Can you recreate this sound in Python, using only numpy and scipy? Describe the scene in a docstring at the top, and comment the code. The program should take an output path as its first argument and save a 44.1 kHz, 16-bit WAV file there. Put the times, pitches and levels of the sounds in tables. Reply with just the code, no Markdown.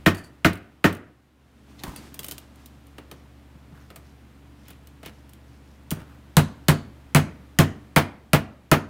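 """A rubber mallet hits the far end of a wooden cabinet panel three times; each blow makes the panel ring and
tosses a loose plastic fitting, which bounces, while a steel catch jingles. The fitting is then picked up,
rattling and scraping as noise bursts and plastic rings, and a sleeve and soft bumps brush the wood. It is set
at the near end, tapped once (the mallet rebounds softly) and driven home with seven blows whose crack shrinks
with the gap. A machine hums in moving air throughout, with dips in level, and a fast limiter holds down the
loud peaks."""
import sys
import numpy as np
from scipy import signal
from scipy.fft import rfft, irfft, next_fast_len
from scipy.io import wavfile
from scipy.ndimage import uniform_filter1d, minimum_filter1d, map_coordinates

SR = 44100
rng = np.random.default_rng(int(sys.argv[2]) if len(sys.argv) > 2 else 0)


def generate_wav(signal):
    """Clip the signal to [-1, 1] and save it as 16-bit WAV at the path in sys.argv[1]."""
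    frames = np.transpose(np.atleast_2d(signal))
    scaled = np.clip(frames, -1, 1) * 32767
    pcm = np.round(scaled).astype(np.int16)
    wavfile.write(sys.argv[1], SR, pcm)


N = 392049
T = np.arange(int(0.7 * SR)) / SR  # time within one short sound (s)

# Mallet blows: start_s, force_db (relative), hardness_db (treble), gap (left under the fitting, 0-1),
# place (0 near end, 1 far end)
MALLET_BLOWS = [(0.061, -3, 0.5, 0.52, 0.84), (0.446, -3.5, .5, 0.36, 0.95), (0.8414, -3, -0.5, .35, .95),
                (5.918, -30, -7.5, 0.82, 0.294), (6.368, -4.5, -2, 0.95, 0),
                (6.6837, -2.5, -5, 0.84, 0.018), (7.148, -2.5, 1.5, 0.86, 0.046),
                (7.588, -1.5, -1.5, 0.82, .1), (7.962, 0, -0.5, 0.22, 0.057),
                (8.3325, -4, 1.5, 0.44, 0.069), (8.715, 0, -2.5, 0.06, 0.025)]
# Color of the mallet's crack: pitch_hz, level_db (relative, per Hz)
CRACK_COLOR = [(300, -26), (2000, 2.5), (4000, 1.5), (6000, -4), (8500, 0), (11000, -2.5), (15000, -6)]
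SEATED_FLEX_DB, GAP_FLEX_DB = -5.5, 10  # low bending of the panel with no gap; what a full gap adds
SOFT_FLEX = 0.76  # dB more low bending per dB less force: a light tap stays in contact longer
SEATED_CRACK_DB, GAP_CRACK_DB, FAR_CRACK_DB = -5, 9, -21.5  # crack with no gap; full gap and far end add


def mallet():
    """The head cracks on contact and the whole panel rings; a smaller gap gives less crack and low bending."""
    track = np.zeros(N)
    for start_s, force_db, hardness_db, gap, place in MALLET_BLOWS:
        flex_db = SEATED_FLEX_DB + GAP_FLEX_DB * gap - SOFT_FLEX * force_db
        crack_db = SEATED_CRACK_DB + GAP_CRACK_DB * gap + FAR_CRACK_DB * place
        crack_shape = fade(0.0052) + amp(-15) * fade(0.095)
        crack = amp(crack_db) * noise(CRACK_COLOR, len(T)) * crack_shape

        def hardness(hz):
            """Lift or lower the treble above about 1500 Hz, as a harder or softer contact does."""
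            return (1500 + 1j * hz * amp(hardness_db)) / (1500 + 1j * hz)

        knock = filtered(panel(place, flex_db, grain_db=-7), hardness)
        # after a light tap the head stays down and damps the ring
        resting = fade(0.094 + 3 * amp(force_db))
        blow = amp(force_db) * (crack + knock * resting)
        add(track, start_s, in_room(blow, wet_db=-21.5))
    return track


# Clear ringing tones (modes) of the panel: pitch_hz, ring_s (time to die by 60 dB before other damping),
# near_db, far_db (relative strength when struck at either end)
PANEL_MODES = [(54, .25, -33, -37.5), (74.6, 0.057, -28.5, -27.5), (94.8, 0.35, -17, -16.5),
               (151, 0.18, -3, -16), (164.4, 0.12, -9.5, -8.5), (181.2, 0.21, -30, -9),
               (219, 0.28, -18.5, -20), (253.5, .3, -17.5, -30), (284.6, 0.5, -28.5, -33),
               (304.4, 0.16, -27, -9), (325.8, 0.22, -23, -15), (364, 0.17, -24, -21.5),
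               (415.3, 0.21, -28, -22.5), (483, 0.083, -19.5, -20.5), (575, 0.12, -25, -16.5),
               (646.5, 0.11, -15.5, -23), (678.3, 0.2, -21.5, -20), (823, 0.084, -26, -28.5),
               (915, 0.17, -23.5, -27.5), (1091, 0.071, -18.5, -25), (1248, 0.13, -19.5, -16),
               (1338, 0.1, -22.5, -19), (1450, 0.054, -28, -14), (1510, .1, -30, -15),
               (1610, 0.05, -21, -22.5), (1831, 0.11, -20, -9.5), (2116, 0.085, -23.5, -19),
               (2520, .12, -22.5, -29), (2890, 0.15, -36.5, -27.5), (3074, .1, -25.5, -27),
               (3430, 0.035, -29, -35), (3700, 0.057, -32.5, -36.5), (3880, .1, -44.5, -30.5)]
# Color of the panel's crowded higher modes: pitch_hz, near_db, far_db (relative, per Hz)
CROWD_COLOR = [(25, -18, -25), (110, -11, -19.5), (281.7, 3, 2.5), (744, -1.5, -9), (1450, -3, -4),
               (2600, -7.5, -13.5), (4630, -19, -21.5), (9000, -26, -29.5), (14950, -19, -27.5)]
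# How long the crowded modes last: pitch_hz, ring_s (time to die by 60 dB before other damping)
CROWD_RING = [(60, .2), (300, 0.16), (1500, 0.15), (5000, 0.15), (15000, 0.12)]


def panel(place, flex_db, grain_db):
    """A short contact push, clear modes and crowded ones, with strengths set by the place struck."""
    ring = np.zeros(len(T))
    for hz, ring_s, near_db, far_db in PANEL_MODES:
        place_db = near_db + place * (far_db - near_db)
        low_db = flex_db / (1 + (hz / 230) ** 4)
        level_db = place_db + low_db + rng.normal(0, 1)
        pitch_hz = hz * (1 + rng.normal(0, 0.006))
        start_cycle = rng.random() * (hz > 200)  # only modes above 200 Hz start at a random point
        tone = np.sin(2 * np.pi * (pitch_hz * T + start_cycle))
        ring += amp(level_db) * tone * fade(ring_s) * rise(0.0023 * 150 / hz)
    color = [(hz, near + place * (far - near)) for hz, near, far in CROWD_COLOR]
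    crowd = dying(noise(color, len(T)), CROWD_RING) * rise(0.00081)
    # the contact rings for barely a cycle, more strongly toward the far end
    push_t = T - 0.0006
    push = np.sin(2 * np.pi * 2000 * push_t) * np.exp(-(push_t / 0.00024) ** 2)
    wave = ring + amp(grain_db) * (crowd + amp(17 * place) * push)
    # bending waves are slower at low pitch, so deep modes arrive last, the more so from the far end
    lag_at_1000_hz_s = 0.001091 + 0.0011 * place
    return filtered(wave, lambda hz: np.exp(-4j * np.pi * lag_at_1000_hz_s * np.sqrt(1000 * hz)))


HOP_S, BOUNCE_S, BOUNCE_SHRINK = 0.086, 0.023, 0.83  # first flight, first bounce, each bounce over the last
HOP_DB, BOUNCE_LOSS_DB = -29, 7  # first landing relative to the blow's force; loss per bounce
HOP_PRESSURE = 0.56  # pressure on the wood (0-1)


def hops():
    """A far-end blow tosses the fitting lying loose at the near end; it lands in ever quicker bounces."""
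    track = np.zeros(N)
    for start_s, force_db, _, _, place in MALLET_BLOWS:
        if place > 0.5:
            for bounce in range(3):
                flight_s = HOP_S + BOUNCE_S * sum(BOUNCE_SHRINK ** j for j in range(bounce))
                level_db = force_db + HOP_DB - BOUNCE_LOSS_DB * bounce
                add(track, start_s + flight_s, click(level_db, HOP_PRESSURE))
    return track


# The fitting is picked up, rattles and snaps into its holes: start_s, level_db (relative),
# pressure (on the wood, 0-1)
FITTING_CLICKS = [(1.8364, -24, 0.62), (1.9618, -29.5, 0.27), (2.143, -29.5, 0.14), (2.192, -19.5, 0.14),
                  (2.2323, -30, 0), (2.2443, -23, 0.14), (2.2843, -23, 0.13), (2.3118, -23, 0.12),
                  (2.3202, -25, 0.15), (2.3812, -28.5, 0.13), (2.6594, -34.5, .05), (2.9827, -35, 1),
                  (3.1139, -32.5, 0.69), (3.903, -38, .95), (3.9597, -31.5, 0.41), (4.6826, -36, 0.36),
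                  (4.7053, -36.5, 0.5), (4.8722, -40, 0.23), (5.031, -37, 0.96), (5.0601, -29.5, .62),
                  (5.907, -19.5, 0.06), (5.9131, -18, 0.37)]
# Ticks of loose parts while the fitting is turned in the hand: start_s, end_s, ticks_per_s,
# level_db (relative, before random variation)
LOOSE_RATTLES = [(2.235, 2.335, 45, -37), (2.55, 2.881, 6, -47), (5.284, 5.349, 30, -43)]
THUD_DB, THUD_FLEX_DB = 5.5, -7.5  # panel thud relative to the click at full pressure; its low bending


def fitting():
    """The fitting clicks and, as far as it is pressed down, thuds on the panel; loose parts tick unevenly."""
    track = np.zeros(N)
    for start_s, level_db, pressure in FITTING_CLICKS:
        panel_thud = thud(level_db + THUD_DB, THUD_FLEX_DB)
        add(track, start_s, click(level_db, pressure) + pressure * panel_thud)
    for start_s, end_s, ticks_per_s, level_db in LOOSE_RATTLES:
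        for tick_s in scattered(start_s, end_s, ticks_per_s):
            add(track, tick_s, click(level_db + rng.normal(0, 2.2), pressure=0))
    return track


# Ringing tones of the plastic shell: pitch_hz, width_hz (wider dies sooner),
# level_db (relative, before random variation)
PLASTIC_TONES = [(2900, 90, -3.5), (4110, 320, -13.5), (7170, 190, -3.5), (8570, 87, -3.5),
                 (9430, 100, -2.5), (12670, 290, -10), (14200, 110, -12.5), (14800, 160, -15)]
# Color of a plastic snap before the treble tilt: pitch_hz, level_db (relative, per Hz)
SNAP_COLOR = [(600, -19.5), (1500, -5), (3000, 8.5), (5500, 0), (9000, -1), (15000, 0)]
# Color of the wood under a click: pitch_hz, level_db (relative, per Hz)
KNOCK_COLOR = [(100, -17.5), (300, 6.5), (700, -8), (1050, -7), (1280, -3.5), (1700, -9.5), (2200, -7),
               (4000, -23)]
FREE_TREBLE_DB, PRESSED_TREBLE_DB = 9.5, -32  # tilt per tenfold pitch when free; what full pressure adds
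KNOCK_DB = -6.5  # wood knock at full pressure, relative to the click


def click(db, pressure):
    """One plastic contact chatters briefly and rings the shell; pressed on the wood it is duller and knocks."""
    ring = np.zeros(len(T))
    for hz, width_hz, level_db in PLASTIC_TONES:
        tone = np.sin(2 * np.pi * hz * T) * np.exp(-np.pi * width_hz * T)
        ring += amp(level_db + rng.normal(0, 3.15)) * tone
    treble_db = FREE_TREBLE_DB + PRESSED_TREBLE_DB * pressure ** 3
    color = [(hz, level_db + treble_db * np.log10(hz / 3000)) for hz, level_db in SNAP_COLOR]
    snap = noise(color, len(T)) * (fade(0.0072) + amp(-12.5) * fade(0.084))
    contact = amp(-16.5) * ring + amp(-3.5) * snap
    second_contact = np.roll(contact, int(SR * rng.uniform(0.0007, 0.0038)))
    chatter = contact + amp(-4.5) * second_contact
    knock = noise(KNOCK_COLOR, len(T)) * fade(0.07)
    return in_room(amp(db) * (chatter + pressure * amp(KNOCK_DB) * knock), wet_db=-15.5)


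def thud(db, flex_db):
    """A dull knock on the panel: the hand damps its ring, and the treble is filtered away."""
    damped = panel(place=0.37, flex_db=flex_db, grain_db=-9) * fade(0.21)
    knock = in_room(amp(db) * damped, wet_db=-9.5)
    return filtered(knock, lambda hz: 1 / (1 + 1j * hz / 900))


# Shakes of the loose steel catch: start_s, level_db (relative)
CATCH_JINGLES = [(0.15, -50), (0.175, -46.5), (0.237, -50), (1.962, -46.5)]
# Color of the steel: pitch_hz, level_db (relative, per Hz)
STEEL_COLOR = [(1500, -36.5), (4000, -30), (4560, -5), (5100, -24.5), (9000, -19), (16000, -30.5)]


def catch():
    """The loose steel catch chatters in short, broken jingles of metal-colored noise."""
    track = np.zeros(N)
    for start_s, level_db in CATCH_JINGLES:
        ring = noise(STEEL_COLOR, len(T)) * slips(1.9, size=250) * fade(0.16) * rise(0.001)
        add(track, start_s, in_room(amp(level_db) * ring, wet_db=-15.5))
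    return track


# Scrapes of the fitting over the wood: middle_s, half_length_s, level_db (relative), center_hz
WOOD_SCRAPES = [(1.80, 0.024, -51.5, 4000), (1.883, 0.085, -42.5, 950), (3.79, 0.091, -57.5, 1530),
                (4.70, 0.092, -57.5, 3120), (5.067, 0.045, -46, 2750), (6.01, .06, -52.5, 1500),
                (6.12, .09, -57.5, 1400)]
# When fingers shift on the fitting as it is being seated: start_s, end_s
FINGER_TIMES = (3.15, 6)
FINGER_SLIDES_PER_S, FINGER_HALF_LENGTH_S, FINGER_DB, FINGER_CENTER_HZ = 2.5, 0.13, -69.5, 5500


def scrapes():
    """Short slides of the fitting and the fingers, grainy from sticking and slipping."""
    track = np.zeros(N)
    finger_times = scattered(*FINGER_TIMES, FINGER_SLIDES_PER_S)
    fingers = [(s, FINGER_HALF_LENGTH_S, FINGER_DB, FINGER_CENTER_HZ) for s in finger_times]
    for middle_s, half_s, level_db, hz in [*WOOD_SCRAPES, *fingers]:
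        color = [(hz / 4, -22), (hz / 2.1, -8), (hz, 0), (hz * 1.4, -9), (hz * 4, -24)]
        stroke = np.sin(np.pi / 2 * np.minimum(T / half_s, 2)) ** 2  # swells, then fades
        slide = noise(color, len(T)) * slips(3.7, size=180) * stroke
        add(track, middle_s - half_s, amp(level_db) * slide)
    return track


def slips(depth_db, size):
    """Sticking and slipping as an uneven gain of rms 1, smoothed over size samples."""
    uneven = uniform_filter1d(rng.standard_normal(len(T)), size=size)
    return unit(amp(depth_db * unit(uneven)))


# Soft bumps on the panel, the last being the mallet's rebound after the light tap: start_s, level_db (relative)
PANEL_BUMPS = [(1.874, -34), (1.98, -42.5), (3.55, -44.5), (3.721, -42.5), (5.969, -32.5)]
# Jolts of the bench: start_s, level_db (relative)
BENCH_JOLTS = [(1.875, -36)]
# Color of the sleeve's cloth: pitch_hz, level_db (relative, per Hz)
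CLOTH_COLOR = [(120, -15), (260, 7), (450, -12.5), (750, -10), (1500, -13.5), (3000, -17.5), (6000, -21.5),
               (10000, -26.5), (16000, -34)]
BUMP_FLEX_DB = 11  # a soft bump is nearly all low bending
RUB_S, RUB_DB = 1.904, -47  # time and level of the sleeve's peak, before random variation
RUB_RISE_DB_PER_S, RUB_FALL_DB_PER_S = 55.5, 19


def hand():
    """The panel is bumped (last by the mallet rebounding after the light tap), the bench thuds as low noise and
    the sleeve brushes past as cloth noise."""
    track = np.zeros(N)
    for start_s, level_db in PANEL_BUMPS:
        add(track, start_s, thud(level_db, BUMP_FLEX_DB))
    for start_s, level_db in BENCH_JOLTS:
        rumble = noise([(20, -12), (50, -2), (120, -8), (400, -50)], len(T))
        add(track, start_s, amp(level_db) * rumble * rise(0.008) * fade(0.21))
    t = np.arange(N) / SR - RUB_S
    rub_db = RUB_DB + np.minimum(RUB_RISE_DB_PER_S * t, -RUB_FALL_DB_PER_S * t)
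    return track + amp(rub_db + 2.3 * wobble(30)) * noise(CLOTH_COLOR, N)


# Tones of the machine: pitch_hz, level_db (relative)
HUM_TONES = [(70, -51), (118.4, -58), (140, -62), (209.9, -63), (285.3, -62)]
# Color of the moving air: pitch_hz, level_db (relative, per Hz)
AIR_COLOR = [(25, -33.5), (50, -15), (75, -14), (97, -18), (130, -9.5), (170, -14.5), (210, -13),
             (285, -12.5), (400, -21), (640, -23), (1400, -27.5), (3000, -33), (6000, -42), (16000, -47)]
# Rise and fall of the background, used relative to its median: time_s, level_db
BACKGROUND_LEVEL = [(0.0, -45.5), (0.12, -51), (0.71, -56.5), (1.34, -62.5), (1.78, -50.5), (5.72, -50),
                    (6.49, -48.5), (7.48, -49), (7.87, -49.5), (8.1, -53.5), (8.79, -55.5), (8.89, -54)]
HUM_DB, AIR_DB = 1.66, -54.5  # gain on the hum and level of the air at the median
AIR_FOLLOWS = 0.61  # share of each level change that the air follows


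def workshop():
    """A machine's gently wavering hum over moving air; the hum sinks further than the air does."""
    t = np.arange(N) / SR
    level_db = curve(BACKGROUND_LEVEL)
    dip_db = level_db - np.median(level_db)
    hum = np.zeros(N)
    for hz, tone_db in HUM_TONES:
        # higher tones waver more in level and phase
        strength = amp(tone_db + hz / 200 * wobble(3.8))
        hum += strength * np.sin(2 * np.pi * hz * t + hz / 400 * wobble(6.4))
    air = noise(AIR_COLOR, N)
    return amp(HUM_DB + dip_db) * hum + amp(AIR_DB + AIR_FOLLOWS * dip_db) * air


# How long the room rings: pitch_hz, ring_s (time to die by 60 dB)
ROOM_RING = [(60, 0.36), (250, 0.57), (1200, 0.49), (3000, 0.38), (6000, 0.32), (15000, 0.17)]
ROOM_BUILD_S = 0.015  # time the room's answer takes to swell


def in_room(sound, wet_db):
    """Add the workshop's diffuse answer, which keeps the sound's broad color but blurs its single modes."""
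    tail = dying(rng.standard_normal(len(T)), ROOM_RING) * rise(ROOM_BUILD_S)
    power = np.abs(rfft(sound)) ** 2
    color = np.sqrt(np.abs(uniform_filter1d(power, size=121)))
    answer = irfft(rfft(tail / np.linalg.norm(tail)) * color, len(T))
    return sound + amp(wet_db) * answer


def amp(db):
    """Turn decibels into a gain."""
    return 10 ** (np.asarray(db) / 20)


def unit(x):
    """Scale to rms 1 (rms is a kind of average strength)."""
    return x / np.sqrt(np.mean(x ** 2) + 1e-20)


def along(points, hz):
    """Read (pitch_hz, value) points on a log pitch axis."""
    pitch_hz, value = np.transpose(points)
    return np.interp(np.log(hz + 1), np.log(pitch_hz + 1), value)


def curve(rows):
    """Join (time_s, value) rows by straight lines, one value per sample."""
    return np.interp(np.arange(N) / SR, *np.transpose(rows))


def wobble(rate):
    """A smooth random curve with rate random points a second."""
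    points = rng.standard_normal(int(N * rate / SR) + 4)
    return map_coordinates(points, [np.arange(N) * rate / SR])


def filtered(x, response):
    """Reshape a sound by a response given for each pitch in Hz."""
    size = next_fast_len(len(x) + SR // 4)
    return irfft(rfft(x, size) * response(np.fft.rfftfreq(size, 1 / SR)), size)[:len(x)]


def noise(spectrum, size):
    """Random noise of rms 1, colored by (pitch_hz, level_db) points."""
    white = rng.standard_normal(size)
    return unit(filtered(white, lambda hz: amp(along(spectrum, hz))))


def fade(ring_s):
    """A decay of 60 dB in ring_s seconds."""
    return np.exp(-np.log(1000) * T / ring_s)


def rise(seconds):
    """A soft start."""
    return 1 - np.exp(-(T / seconds) ** 2)


def dying(x, decays):
    """Let each pitch die at its own speed, given as (pitch_hz, ring_s) points."""
    hz, t, z = signal.stft(x, SR, nperseg=256)
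    decay = np.exp(-np.log(1000) * t / along(decays, hz)[:, None])
    return signal.istft(z * decay, SR)[1][:len(x)]


def add(track, start_s, sound):
    """Mix a sound into the track at start_s."""
    part = track[round(start_s * SR):][:len(sound)]
    part += sound[:len(part)]


def scattered(start_s, end_s, rate):
    """Uneven times between start_s and end_s, about rate a second."""
    count = max(1, round((end_s - start_s) * rate))
    return start_s + (end_s - start_s) * (np.arange(count) + rng.random(count)) / count


def scene():
    """Everything at the one microphone."""
    return (mallet() + hops() + fitting() + catch() + scrapes() + hand() + workshop())[None]


TOP_HZ = 15650  # upper edge of the sound


def record(dry):
    """A fast limiter holds the peaks down; a steep filter then removes what lies above the upper edge."""
    ceiling = 0.68
    needed = np.minimum(1, ceiling / (np.abs(dry[0]) + 1e-9))
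    # hold the lowest gain over 89 samples (about 2 ms), then smooth it
    gain = uniform_filter1d(minimum_filter1d(needed, size=89), size=45)
    return filtered(dry[0] * gain, lambda hz: 1 / np.sqrt(1 + (hz / TOP_HZ) ** 120))[None]


dry = scene()
out = record(dry)
generate_wav(out)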